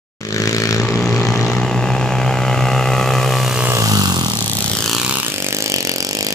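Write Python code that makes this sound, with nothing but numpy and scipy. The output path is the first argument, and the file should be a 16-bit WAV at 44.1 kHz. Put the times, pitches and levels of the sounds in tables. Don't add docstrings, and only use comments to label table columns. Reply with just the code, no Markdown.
import sys
import numpy as np
from scipy import signal
from scipy.fft import rfft, irfft, next_fast_len
from scipy.io import wavfile
from scipy.ndimage import map_coordinates

SR = 44100
rng = np.random.default_rng(int(sys.argv[2]) if len(sys.argv) > 2 else 0)


def volts_from_db(level):
    exponent = np.asarray(level, float) / 20
    return 10 ** exponent


def materialize(psi):
    bounded = np.clip(np.atleast_2d(psi).T, -1, 1)
    quanta = np.round(bounded * 32767).astype(np.int16)
    wavfile.write(sys.argv[1], SR, quanta)


N = 279814

# f/Hz, width/Hz, level/dB
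HISS_MODES = [(1074, 500, 1), (3000, 790, 21.5), (4390, 2860, 14.5), (7100, 2500, 15.5), (11500, 5100, -45)]
START_S = .206
LEAD_PASS_S, LEAD_SWING_S = 3.657, 0.14
SMALL_PASS_S, SMALL_SWING_S = 4.946, 0.37


def rms_one(x):
    return x / np.sqrt(np.mean(x ** 2) + 1e-20)


def in_time(rows):
    s, *columns = np.transpose(rows)
    return [np.interp(np.arange(N) / SR, s, c) for c in columns]


def step(s, width_s):
    return .5 + .5 * np.tanh((np.arange(N) / SR - s) / width_s)


def low_pass(x, hz, order):
    return signal.sosfilt(signal.butter(order, hz, fs=SR, output="sos"), x)


def slow_wobble(hz):
    return rms_one(low_pass(rng.standard_normal(N), hz, order=2))


def coloured(x, points):
    hz, level_db = np.transpose(points)
    size = next_fast_len(N)
    axis_hz = np.arange(size // 2 + 1) * SR / size + 1
    gain = volts_from_db(np.interp(np.log(axis_hz), np.log(hz), level_db))
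    return irfft(rfft(x, size) * gain, size)[..., :N]


def resonate(x, modes):
    out = 0
    for hz, width_hz, level_db in modes:
        r = np.exp(-np.pi * width_hz / SR)
        poles = [1, -2 * r * np.cos(2 * np.pi * hz / SR), r * r]
        out = out + volts_from_db(level_db) * (1 - r * r) * signal.lfilter([1, 0, -1], poles, x)
    return rms_one(out)


def later(x, ms):
    return map_coordinates(x, [np.arange(N) - ms * SR / 1000], order=3, mode="nearest")


def wind():
    # f/Hz, level/dB per Hz
    wind_spectrum = [(15, -28), (28, 2.5), (45, -50), (70, -10), (150, -12.5), (400, -22), (2000, -59)]
    shared, left, right, gusts = rng.standard_normal((4, N))
    lumps = volts_from_db(3.0 * rms_one(low_pass(gusts, 14, order=2)))
    level_db = -34.5 - 9 * step(5.4, .2)
    ports = [rms_one(coloured(lumps * (shared + 0.6 * own), wind_spectrum)) for own in (left, right)]
    return volts_from_db(level_db) * np.array(ports)


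def woods(x, wet_db, dull_hz):
    decay = np.exp(-np.arange(SR // 4) / SR / .07)
    shared, *own = rng.standard_normal((3, SR // 4)) * decay
    taps = shared + own - low_pass(own, 1800, order=1)
    taps[:, :round(.004 * SR)] = 0
    taps = low_pass(taps, dull_hz, order=2)
    taps = taps - low_pass(taps, 300, order=1)
    taps = taps / np.sqrt(np.sum(taps ** 2, axis=1, keepdims=True))
    return x + volts_from_db(wet_db) * signal.fftconvolve(x, taps, axes=1)[:, :N]


def nearness(s, swing_s):
    return 1 / np.hypot(1, (np.arange(N) / SR - s) / swing_s)


def facing(ahead_db, hidden_db, behind_db, hides_s, shows_s, turn_s):
    hiding_db = (hidden_db - ahead_db) * step(hides_s, 0.14)
    return ahead_db + hiding_db + (behind_db - hidden_db) * step(shows_s, turn_s)


def path(pass_s, swing_s, air_db_per_s, lag_ms, lag_swing_ms, climb):
    t = np.arange(N) / SR
    level_ms, starts_s, crest_s, top_ms, beyond_ms, last_ms = climb
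    moments_s = [starts_s, crest_s - .2, crest_s, crest_s + .1, t[-1]]
    echo_ms = np.interp(t, moments_s, [level_ms, top_ms, top_ms, beyond_ms, last_ms])
    left_lag_ms = lag_ms + lag_swing_ms * np.arctan((t - pass_s) / swing_s)
    return echo_ms, left_lag_ms, -air_db_per_s * np.maximum(pass_s - swing_s - t, 0)


def travel(sound, route, ground_db):
    # f/Hz, level/dB
    air_loss = [(20, 5), (7200, -6), (8600, -23), (11000, -31), (16000, -84)]
    echo_ms, lag_ms, treble_db = route
    far = np.clip(-treble_db / 20, 0, 1)
    shimmer_ms = .15 * np.sqrt(far) * slow_wobble(12)
    shimmer_ms = shimmer_ms + .3 * np.sqrt(np.minimum(4 * far, 1)) * slow_wobble(5)
    dull = coloured(sound, air_loss)
    sound = dull + np.minimum(volts_from_db(treble_db), 1) * (sound - dull)
    bounce = volts_from_db(ground_db) * low_pass(sound, 1400, order=1)
    delays_ms = (shimmer_ms + lag_ms / 2, shimmer_ms - lag_ms / 2)
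    return np.array([later(direct, ms) + later(echo, ms + echo_ms - .09)
                     for direct, echo, ms in zip(sound, bounce, delays_ms)])


def firings(rate, crank, jitter_ms, spread_db):
    cycles = crank + np.cumsum(in_time(rate)[0]) / SR
    at = np.flatnonzero(np.diff(np.floor(cycles)))
    chance = rng.standard_normal((len(at), 2))
    jitter = np.round(chance[:, 0] * jitter_ms * SR / 1000).astype(int)
    clicks = np.zeros(N)
    clicks[np.clip(at + jitter, 0, N - 1)] = volts_from_db(spread_db * chance[:, 1])
    return cycles, clicks


def puff(clicks, ms):
    r = np.exp(-1000 / (ms * SR))
    return signal.lfilter([1], [1, -2 * r, r * r], clicks + 1e-18)


def turbulence(gate, modes, alike):
    shared, left, right = rng.standard_normal((3, N))
    alike = np.clip(alike, 0, 1)
    mixes = [np.sqrt(alike) * shared + np.sqrt(1 - alike) * own for own in (left, right)]
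    return np.array([resonate(gate * mix, modes) for mix in mixes])


def small_bike():
    # t/s, rate/Hz
    firing_rate = [(.2, 52.27), (.55, 55.18), (.8, 55.85), (1.04, 59.41), (1.32, 54.98), (1.6, 59.87),
                   (3.9, 59.16), (4.6, 54.62), (4.9, 55.79), (5.14, 67.39), (5.21, 65.36), (5.33, 48.47),
                   (5.49, 47.73), (5.63, 54.86), (5.77, 45.33), (6.0, 45.14), (6.17, 51.64), (6.34, 51.28)]
    # t/s, level/dB
    load = [(.2, -27), (.4, -27.5), (.55, -25.5), (.72, -27), (.8, -32), (1.1, -33), (1.25, -29.5),
            (1.55, -34), (1.7, -47), (3.2, -37), (3.45, -33.5), (3.9, -28), (4.1, -28.5), (4.65, -26),
            (4.95, -25.5), (5.3, -29.5), (5.45, -27), (6.34, -28)]
    # t/s, level/dB
    misfires = [
        (5.215, -29),
    ]
    # f/Hz, width/Hz, level/dB
    boom_modes = [(132, 47, -1.5), (204.5, 31, 1.6), (403, 114, 0.69)]
    # f/Hz, width/Hz, level/dB
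    thud_modes = [(288, 87, -0.36), (527, 190, 0.11), (974, 630, 0.72)]
    # f/Hz, width/Hz, level/dB
    crack_modes = [(1870, 140, 34), (2590, 1800, -39.5), (3280, 940, 45.5), (4530, 1400, 44.5),
                   (6400, 2950, 43), (10900, 13000, -78)]
    # level/ms, climb starts/s, crest/s, crest/ms, beyond/ms, last/ms
    jump = (.56, 4.7, 5.22, .8, .46, .41)
    hides_s, shows_s = 2.3, 4.7
    t = np.arange(N) / SR
    near = nearness(SMALL_PASS_S, SMALL_SWING_S)
    cycles, clicks = firings(firing_rate, .93, jitter_ms=.2, spread_db=1.3)
    for s, level_db in misfires:
        clicks[round((s - .007) * SR):round((s + .007) * SR)] *= volts_from_db(level_db)

    boom_db = np.clip(-28.5 - 10.5 * (t - 1.3), -60.5, -28.5) + 20.5 * near ** 2
    boom = resonate(puff(clicks, .25), boom_modes)

    crack_db, = in_time(load)
    thud_db = crack_db + facing(-5.5, -17.5, -6, hides_s, shows_s, turn_s=0.13)
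    thud = resonate(puff(clicks, 0.16), thud_modes)

    gate = later(rms_one(puff(clicks, .55)) + volts_from_db(-9) * rms_one(puff(clicks, 1.6)), .25)
    crack = turbulence(gate, crack_modes, alike=.65)
    throat_hz = 2520
    throat = volts_from_db(facing(10.5, -12, 2, hides_s, shows_s + 0.053, turn_s=0.15))
    crack = crack + (throat - 1) * coloured(crack, [(throat_hz * 0.925, 0), (throat_hz * 3.2, -40)])

    hiss_db = -46.5 + 14 * near - 22 * np.maximum(t - SMALL_PASS_S - SMALL_SWING_S, 0)
    hiss = turbulence(1, HISS_MODES, alike=0.077)

    sound = volts_from_db(boom_db) * boom + volts_from_db(thud_db) * thud + volts_from_db(crack_db) * crack + volts_from_db(hiss_db) * hiss
    echo_ms, lag_ms, treble_db = path(SMALL_PASS_S, SMALL_SWING_S, air_db_per_s=10,
                                      lag_ms=0.012, lag_swing_ms=0.12, climb=jump)
    treble_db = treble_db + 22.5 * (1 - step(0.79, .03))
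    return travel(sound, (echo_ms, lag_ms, treble_db), ground_db=-2.0)


def lead_bike():
    # t/s, rate/Hz
    firing_rate = [(.2, 51), (.35, 53.7), (.68, 55.3), (.92, 59.12), (1.3, 60.2), (1.76, 62.16),
                   (1.9, 64.14), (2.4, 63.8), (3.3, 64.58), (3.6, 62.52), (3.76, 60.4), (3.81, 55.6),
                   (4.04, 47.7), (4.4, 36.9), (4.64, 33.2), (5.0, 33), (5.6, 41), (6.34, 42)]
    # t/s, level/dB
    load = [(.2, -66), (.65, -49), (.82, -27), (1.45, -25.5), (1.7, -26), (2.0, -25), (2.75, -24),
            (3.2, -25.5), (3.5, -29.5), (3.7, -27), (4.1, -29.5), (4.4, -34.5), (4.75, -36.5),
            (4.95, -54.5), (6.34, -50.5)]
    # f/Hz, width/Hz, level/dB
    bark_modes = [(450, 645, 5), (840, 930, 3), (1160, 130, 5), (1980, 570, 7), (2570, 280, 9.5)]
    # f/Hz, width/Hz, level/dB
    thump_modes = [(111, 40, 24.5), (188.7, 66, 25), (267, 77, -20), (430, 240, -14)]
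    # f/Hz, level/dB
    silencer = [(100, -25), (260, 4), (360, 5.5), (2900, -1), (3600, -21), (8000, -52)]
    # level/ms, climb starts/s, crest/s, crest/ms, beyond/ms, last/ms
    hill = (.9, 1.1, 3.83, 1.8, .68, 2.5)
    t = np.arange(N) / SR
    bark_db, = in_time(load)
    cycles, clicks = firings(firing_rate, .38, jitter_ms=.07, spread_db=1.1)

    turn = 2 * np.pi * cycles
    drone_db = bark_db - 2 + 5.5 * nearness(LEAD_PASS_S, 0.38)
    orders = np.cos(2 * turn + 1.05) + volts_from_db(-30) * np.cos(turn) + volts_from_db(-11) * np.cos(3 * turn + .9)
    drone = np.sqrt(2) * orders
    throttle = 1 - step(3.79, 0.026)
    throttle = throttle * volts_from_db(1.5 * slow_wobble(14))

    thump_db = bark_db + facing(-4, -11, 6, 3.16, 3.76, turn_s=0.022)
    thump = resonate(puff(clicks, 0.8), thump_modes)
    thump = later(thump, 12 * np.clip(t - 4.1, 0, 1))

    blast = puff(clicks, .08)
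    blast = blast + volts_from_db(-12.0) * later(blast, 2.433)
    rasp = rms_one(puff(clicks, 16.0) * rng.standard_normal(N))
    bark = resonate(rms_one(blast) + volts_from_db(-6) * rasp, bark_modes)
    bark = rms_one(coloured(bark, silencer))
    top_hz = 810
    bark_top = coloured(bark, [(top_hz * 0.23, -40), (top_hz, 0)])
    bark = bark + (volts_from_db(-4.5 * (1 - step(1.88, 0.83))) - 1) * bark_top

    hiss_db = -40.5 + 11 * nearness(LEAD_PASS_S + 0.32, 0.25) - 25 * step(4.49, 0.27)
    hiss = turbulence(1 + 0.52 * rms_one(puff(clicks, 1.26)), HISS_MODES, alike=0.55)
    hiss = coloured(hiss, [(1500, 14.5), (2150, -22), (2650, 3.5)])

    sound = volts_from_db(drone_db) * throttle * drone + volts_from_db(thump_db) * thump + volts_from_db(bark_db) * bark + volts_from_db(hiss_db) * hiss
    route = path(LEAD_PASS_S, LEAD_SWING_S, air_db_per_s=10, lag_ms=0.086, lag_swing_ms=0.083, climb=hill)
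    return travel(sound, route, ground_db=-6)


def scene():
    t = np.arange(N) / SR
    fade = volts_from_db(-12 * np.clip(1 - (t - START_S) / 0.2, 0, 1))
    bikes = woods(lead_bike() + small_bike(), wet_db=-11.0, dull_hz=5030)
    return (bikes + wind()) * fade * (t > START_S * SR / SR)


def top_cut(x):
    return signal.sosfilt(signal.butter(12, 16620, fs=SR, output="sos"), x)


def record(dry):
    # f/Hz, left minus right/dB
    port_colour = [(200, 0.5), (380, -0.5), (700, -2), (1290, -3), (2380, 4.5), (4400, 4), (8120, 0.5),
                   (15000, -20.5)]
    # f/Hz, level/dB
    mic_response = [(20, -16), (50, -16), (75, -8), (100, 0), (15100, 0), (16000, -32), (16800, -80)]
    hz, left_db = np.transpose(port_colour)
    left, right = [coloured(x, np.transpose([hz, side * left_db / 2])) for x, side in zip(dry, (1, -1))]
    right = signal.lfilter(*signal.butter(1, 79, "high", fs=SR), right)
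    heard = coloured(np.array([left, right]), mic_response) * (np.arange(N) > START_S * SR)
    return top_cut(1.455 * np.tanh(heard / 0.84))


dry = scene()
out = record(dry)
materialize(out)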